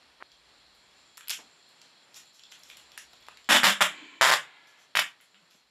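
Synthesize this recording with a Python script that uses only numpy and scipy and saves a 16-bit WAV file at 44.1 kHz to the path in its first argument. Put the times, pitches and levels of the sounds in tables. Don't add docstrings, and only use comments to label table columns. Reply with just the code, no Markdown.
import sys
import numpy as np
from scipy import signal
from scipy.fft import rfft, irfft, next_fast_len
from scipy.io import wavfile
from scipy.ndimage import map_coordinates

SR = 44100
rng = np.random.default_rng(int(sys.argv[2]) if len(sys.argv) > 2 else 0)


def gain_from_db(level_db):
    decades = np.asarray(level_db, float) / 20
    return 10 ** decades


def store_wav(level_fs):
    pcm = np.round(np.clip(np.atleast_2d(level_fs), -1, 1) * 32767)
    wavfile.write(sys.argv[1], SR, pcm.T.astype(np.int16))


N = 251370


def unit(x):
    return x / np.sqrt(np.mean(x ** 2) + 1e-20)


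def along(points, hz):
    point_hz, values = np.transpose(points)
    return np.interp(np.log(hz + 1), np.log(point_hz + 1), values)


def curve(points):
    return np.interp(np.arange(N) / SR, *np.transpose(points))


def filtered(x, response):
    size = next_fast_len(len(x) + SR // 4)
    return irfft(rfft(x, size) * response(np.fft.rfftfreq(size, 1 / SR)), size)[:len(x)]


def mode(f, hz, width_hz):
    damping = 1j * f * width_hz
    return damping / (hz * hz - f * f + damping)


def noise(spectrum):
    return unit(filtered(rng.standard_normal(N), lambda f: gain_from_db(along(spectrum, f))))


def wobble(rate):
    knots = rng.standard_normal(int(N * rate / SR) + 4)
    return map_coordinates(knots, [np.arange(N) * rate / SR])


def fading(x, t60):
    return signal.lfilter([1], [1, -gain_from_db(-60 / (t60 * SR))], x)


def heard(x, start, room_db):
    # hz, t60_s, level_db
    walls = [(150, 0.36, -3), (600, 0.26, -10), (1533, 0.23, 0), (3520, 0.2, 3.5), (4230, 0.23, -11),
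             (7200, 0.2, 3), (14500, .17, -8.5)]
    hz, t, cells = signal.stft(rng.standard_normal(SR // 2), SR, nperseg=128)
    wall_hz, wall_t60, wall_db = np.transpose(walls)
    t60 = np.interp(hz, wall_hz, wall_t60)[:, None]
    db = np.interp(hz, wall_hz, wall_db)[:, None]
    near_walls = 0.65 * (1 - np.exp(-t / 0.003))
    far_walls = 0.45 / (1 + np.exp(-(t - 0.024) / 0.003))
    decay = gain_from_db(db - 60 * t / t60)
    tail = signal.istft(cells * (near_walls + far_walls) * decay, SR, nperseg=128)[1]
    tail = gain_from_db(room_db) * tail / np.linalg.norm(tail)
    tail[0] = 1
    wet = signal.fftconvolve(x, tail)[:N - start]
    return np.pad(wet, (start, N - start - len(wet)))


def night():
    # hz, density_db
    air_spectrum = [(60, -36), (100, 2.5), (450, 1.5), (800, 3), (2650, 0.5), (3600, -4.5), (5500, -6.5),
                    (7300, -13.5), (9000, -7), (12000, -18), (16000, -25.5)]
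    # centre_hz, width_hz
    bands = [(4177, 660), (7285, 770), (3330, 60), (59.6, 30)]
    # time_s, gain_db
    gain = [(0, 1), (1, 1.5), (3.4, 4), (3.95, -4), (4.9, -1), (5.7, -4.5)]
    # time_s, level_db
    effort = [(0, -10), (.5, -4), (1.3, 3.5), (2.1, -4), (2.4, 1.5), (3.2, -2), (4.9, -6), (5.2, -6),
              (5.43, 3.5), (5.57, -8), (5.7, -4.5)]
    # time_s, level_db
    motor = [(0, -78), (.9, -79), (2, -98), (2.4, -89), (3.2, -80), (4.2, -85), (4.6, -98.5), (5.5, -92),
             (5.7, -87.5)]
    air_db, low_chorus_db, high_chorus_db = -63.5, -66.5, -72.5
    swell_db = curve(effort)
    low_db = low_chorus_db + 0.046 * swell_db
    low, high, cricket, hum = [
        unit(filtered(rng.standard_normal(N), lambda f: mode(f, hz, width_hz) ** 2))
        for hz, width_hz in bands]
    chirps = gain_from_db(0.73 * wobble(22))
    ambience = gain_from_db(air_db + 1.2 * wobble(6)) * noise(air_spectrum)
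    ambience += gain_from_db(low_db + 1.8 * wobble(13)) * low
    ambience += gain_from_db(high_chorus_db + swell_db + 1.9 * wobble(25)) * high
    ambience += gain_from_db(low_db - 9) * chirps * cricket
    ambience += gain_from_db(curve(motor) + 7) * hum
    return gain_from_db(curve(gain)) * ambience


def handling():
    # start_s, level_db, mode_hz, t60_s
    bumps = [(1.3, -55, 816, 0.11), (1.379, -55, 245, 0.29), (1.386, -56, 760, 0.18),
             (3.13, -60, 686, 0.093), (5.546, -52, 219, 0.035)]
    # time_s, level_db
    creak = [(0.201, -58), (.210, -63), (.217, -60), (.222, -39), (0.225, -22)]
    out, t = np.zeros(N + SR), np.arange(SR // 2) / SR
    for start_s, db, hz, t60 in bumps:
        puff = rng.standard_normal(len(t)) * gain_from_db(-60 * t / t60) * (1 - np.exp(-t / 0.0026))
        bump = filtered(puff, lambda f: mode(f, hz, 0.56 * hz))
        out[round(start_s * SR):][:len(t)] += gain_from_db(db + 23.5) * bump
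    slips = np.zeros(N)
    for time_s, db in creak:
        slips[round(time_s * SR)] = gain_from_db(db + 21)
    t = np.arange(N) / SR
    slips += gain_from_db(-39) * rng.standard_normal(N) * (t > 0.203) * (t < 0.226)
    return out[:N] + filtered(slips, lambda f: -gain_from_db(8) * (f / 1500) ** 1.27 * np.exp(-(f / 1500) ** 2))


def stretch():
    # start_s, length_s, first_hz, last_hz, level_db
    hums = [(5.33, .09, 168, 215, -69.5), (5.415, 0.033, 163, 175, -67)]
    out = np.zeros(N)
    for start_s, length_s, first_hz, last_hz, db in hums:
        u = np.linspace(0, 1, round(length_s * SR))
        turns = np.cumsum(first_hz + (last_hz - first_hz) * np.sqrt(u)) / SR
        envelope = np.sqrt(np.abs(np.sin(np.pi * u)))
        out[round(start_s * SR):][:len(u)] += gain_from_db(db + 2.5) * envelope * np.sin(2 * np.pi * turns)
    return out


def slide():
    # first_s, last_s, first_db, last_db, low_db
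    drags = [(3.894, 4.194, -44.5, -54, -10.5), (4.42, 4.825, -51.5, -61.5, -19.5)]
    # centre_hz, width_hz, gain_db
    panel = [
        [(1090, 61, 1.5), (1410, 100, -9), (2320, 40, 5.5), (2680, 20, -27), (3000, 80, -0.5), (3250, 23, -25),
         (3930, 73, -4.5), (4350, 55, -24.5)],
        [(943, 250, 7), (1395, 55, 10), (1690, 40, 12), (2055, 77, 7), (3070, 74, -0.5), (3330, 46, -17.5),
         (3640, 49, -2.5), (5500, 84, -23)],
    ]
    lift_db_per_s = 152
    out, t = np.zeros(N), np.arange(N) / SR
    for (first, last, first_db, last_db, low_db), peaks in zip(drags, panel):

        def body(f):
            broad = gain_from_db(-1.5) * mode(f, 2000, 1900) ** 2
            modes = broad + sum(gain_from_db(db) * mode(f, hz, width_hz + 15) for hz, width_hz, db in peaks)
            return modes / (1 + (f / 4700) ** 12) + gain_from_db(-14) * mode(f, 7000, 1800) ** 2

        rub = unit(filtered(rng.standard_normal(N), body))
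        low = unit(filtered(rng.standard_normal(N), lambda f: mode(f, 305, 39)))
        low *= gain_from_db(low_db + 4.2 * wobble(12))
        drag_db = np.interp(t, [first, last], [first_db, last_db])
        drag_db += 0.58 * wobble(13) - lift_db_per_s * np.maximum(t - last, 0)
        out += (t > first) * gain_from_db(drag_db) * (rub + low)
    return out


def crinkle():
    # peak_s, level_db, rise_s, hold_s
    handfuls = [(1.299, -33, 0.0022, 0.0099), (2.158, -50.5, 0.025, .016), (2.345, -62, .02, 0.016),
                (2.519, -54, .01, .002), (2.7, -60.5, .12, .01), (2.769, -56, 0.0049, .002),
                (2.98, -51, .002, .008), (4.674, -69, 0.021, .03), (4.808, -68.5, 0.081, .018),
                (5.219, -77, .02, 0.054), (5.508, -71, .012, 0.058)]
    # hz, density_db
    film = [(300, -24), (1000, -13), (2000, -10.5), (3400, -7), (6000, 0.5), (9000, -10.5), (12000, -1),
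            (16000, -20)]
    rise_db, release_db_per_s, snaps_per_s = 21.5, 850, 1500
    t, level = np.arange(N) / SR, np.zeros(N)
    for peak_s, db, rise_s, hold_s in handfuls:
        rise = rise_db * np.clip((peak_s - t) / rise_s, 0, 1)
        release = release_db_per_s * np.maximum(t - peak_s - hold_s, 0)
        level += (t > peak_s - rise_s) * gain_from_db(db - rise - release)
    sizes = gain_from_db(np.minimum(4 * rng.exponential(size=N), 9))
    snaps = (rng.random(N) < snaps_per_s / SR) * sizes
    return gain_from_db(3.5) * level * unit((fading(snaps, 0.024) + 0.13) * noise(film))


def specks():
    t = np.arange(N) / SR
    parts = (rng.random(N) < 28 / SR) * (t > 2.2) * (t < 3.47)
    parts = parts * gain_from_db(-39 + 3 * rng.standard_normal(N))
    return filtered(parts, lambda f: mode(f, 14000, 7000) ** 2)


def ticks():
    # start_s, ring_db, ring_hz, edge_db
    creases = [(1.1727, -37.5, 5200, -41), (1.1779, -34, 1600, -36), (1.2087, -38.5, 2280, -50),
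               (1.283, -29, 4400, -25.5), (1.2961, -22.5, 5100, -24), (1.3029, -22, 3340, -20.5),
               (1.3072, -22.5, 4080, -26), (1.3116, -21.5, 2800, -35), (1.3327, -29, 2540, -51),
               (1.8165, -42, 5000, -56), (2.144, -41.5, 5100, -60), (2.522, -35.5, 2520, -62),
               (2.6347, -42, 6400, -51), (2.7003, -36.5, 2500, -45), (2.713, -38.5, 2400, -62),
               (2.771, -41.5, 3330, -39.5), (2.9768, -25, 1500, -31.5), (3.285, -28, 1215, -46.5),
               (3.3722, -37.5, 2370, -50.5), (5.2029, -46.5, 1850, -72), (5.345, -49, 2250, -75)]
    # start_s, ring_db, edge_db
    faint = [(0.318, -47.5, -60), (0.7498, -61, -59), (0.9114, -56, -66), (1.2742, -38, -45),
             (1.6894, -63, -58), (2.257, -60, -57), (2.3946, -44, -57), (2.4364, -42.5, -58),
             (2.5118, -53, -57), (2.5932, -52, -53), (2.6863, -56, -58), (2.8348, -56, -66),
             (2.9186, -42.5, -50.5), (3.133, -43, -53), (3.2257, -49, -59), (3.2674, -46, -54),
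             (3.4444, -48.5, -70), (5.211, -59, -51.5), (5.5096, -50, -59)]
    faint_hz, room_db, wetter_per_db = 3700, -2.5, 0.28
    creases = list(creases) + [(s, ring_db, faint_hz, edge_db) for s, ring_db, edge_db in faint]
    out, t = np.zeros(N), np.arange(SR // 40) / SR
    for start_s, ring_db, ring_hz, edge_db in creases:
        snap = 0.25 * rng.standard_normal(len(t)) * gain_from_db(-60 * t / 0.013)
        snap[0] = 1
        ring = filtered(snap, lambda f: mode(f, ring_hz, 1.29 * ring_hz) ** 2)
        edge = filtered(snap, lambda f: mode(f, 11000, 10000) ** 2)
        tick = gain_from_db(ring_db + 18) * ring + gain_from_db(edge_db + 19.5) * edge
        out += heard(tick, round(start_s * SR), room_db - wetter_per_db * (ring_db + 39))
    return out


def peel():
    # first_s, last_s, slips, first_db, last_db
    pull_runs = [
        [(3.490, 3.551, 19, -13, -12), (3.5565, 3.5684, 3, -9, -8), (3.572, 3.6, 8, -17, -25)],
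        [(3.6328, 3.695, 19, -10, -14), (3.698, 3.735, 11, -16, -27)],
        [(3.8073, 3.8222, 4, -9, -5), (3.827, 3.87, 13, -16, -26)],
        [(4.2118, 4.2721, 9, -4, -8), (4.2771, 4.3005, 5, -11, -8), (4.3135, 4.3364, 4, -6, -6),
         (4.341, 4.37, 8, -16, -28)],
        [(4.9532, 4.9706, 2, -10.5, -8), (4.96, 5.022, 16, -20, -23), (4.9916, 4.9916, 1, -7, -7)],
    ]
    # jerk_hz, crackle_db, tilt_db_per_octave, web_hz, web_db
    pulls = [(1500, -5.5, -0.67, 250, -14.5), (1530, -7, -0.14, 193, -18), (1445, -6, -0.8, 175, -24),
             (1415, -8, -0.84, 160, -33), (1890, -7.5, 1.4, 158, -32.5)]
    # dip_hz, depth (0-1)
    shadow = [(4500, 0.4), (6200, 0.2), (4620, 0.7), (2800, 0.33), (7800, 0.43)]
    # hz, density_db
    glue = [(200, -26.5), (380, -35), (560, -2.5), (1000, -6), (1800, -5), (3200, -0.5), (6000, -7),
            (11500, -7.5), (16000, -12)]
    # centre_hz, width_hz, gain_db
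    core = [(583, 56, -5), (970, 270, -6), (1750, 300, -9.5)]
    fast_gap_s, ragged, even = 0.0045, 0.318, 0.036
    turned_s, room_db = 4.9, -9.5
    out, length, lead = np.zeros(N), SR // 2, SR // 100
    for runs, pull, (dip_hz, depth) in zip(pull_runs, pulls, shadow):
        jerk_hz, crackle_db, tilt_db, web_hz, web_db = pull
        start, slips = round(runs[0][0] * SR) - lead, np.zeros(length)
        for first, last, count, first_db, last_db in runs:
            u = np.linspace(0, 1, round(count))
            scatter = ragged if last - first < fast_gap_s * (len(u) - 1) else even
            inner = u * (1 - u) > 0
            luck = rng.standard_normal((len(u), 2)) * inner[:, None]
            slip_s = first + (last - first) * (u + scatter * luck[:, 0] / len(u))
            slip_db = first_db + (last_db - first_db) * u + 6 * scatter * luck[:, 1]
            at = np.round(SR * slip_s).astype(int) - start
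            slips += np.bincount(at, gain_from_db(slip_db), length)

        facing = np.sign(runs[0][0] - turned_s)
        jerks = facing * gain_from_db(31.5) * filtered(
            slips, lambda f: (f / jerk_hz) ** 2 * np.exp(-(f / jerk_hz) ** 2))
        threads = unit(filtered(
            rng.standard_normal(length),
            lambda f: gain_from_db(along(glue, f) + tilt_db * np.log2((f + 1) / 1800))))
        tearing = fading(slips, 0.037) + 0.2 * fading(slips, 0.028) - 1.2 * fading(slips, 0.002)
        tearing = np.roll(tearing, 20)
        web = gain_from_db(web_db + 43.5) * filtered(slips, lambda f: mode(f, web_hz, 36))
        rip = jerks + gain_from_db(crackle_db - 5) * tearing * threads + web

        def path(f):
            ringing = sum(gain_from_db(db) * mode(f, hz, width_hz) for hz, width_hz, db in core)
            return 1 - depth * mode(f, dip_hz, 0.35 * dip_hz) + ringing

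        out += heard(filtered(rip, path), start, room_db)
    return out


def scene():
    background = night() + handling()
    film = stretch() + slide() + heard(crinkle() + specks(), 0, 0.66) + ticks()
    return (background + film + peel())[None]


def roll_off(x):
    return signal.sosfilt(signal.butter(12, 16650, fs=SR, output="sos"), x)


def record(dry):
    # hz, gain_db
    microphone = [(90, -9.5), (135, -4), (2500, -1), (3600, 1.5), (4100, -2), (5400, 1), (6300, -5),
                  (7400, 0.5), (8200, -8.5), (9600, -7.5), (11500, -6.5), (14000, -13), (15600, -18),
                  (15950, -39.5)]
    hiss = unit(filtered(rng.standard_normal(N), lambda f: mode(f, 13000, 9000) ** 2))
    picked_up = dry[0] + gain_from_db(-78.5) * hiss
    mix = filtered(picked_up, lambda f: gain_from_db(along(microphone, f)) * (f < 16600))
    return roll_off(mix[None])


dry = scene()
out = record(dry)
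store_wav(out)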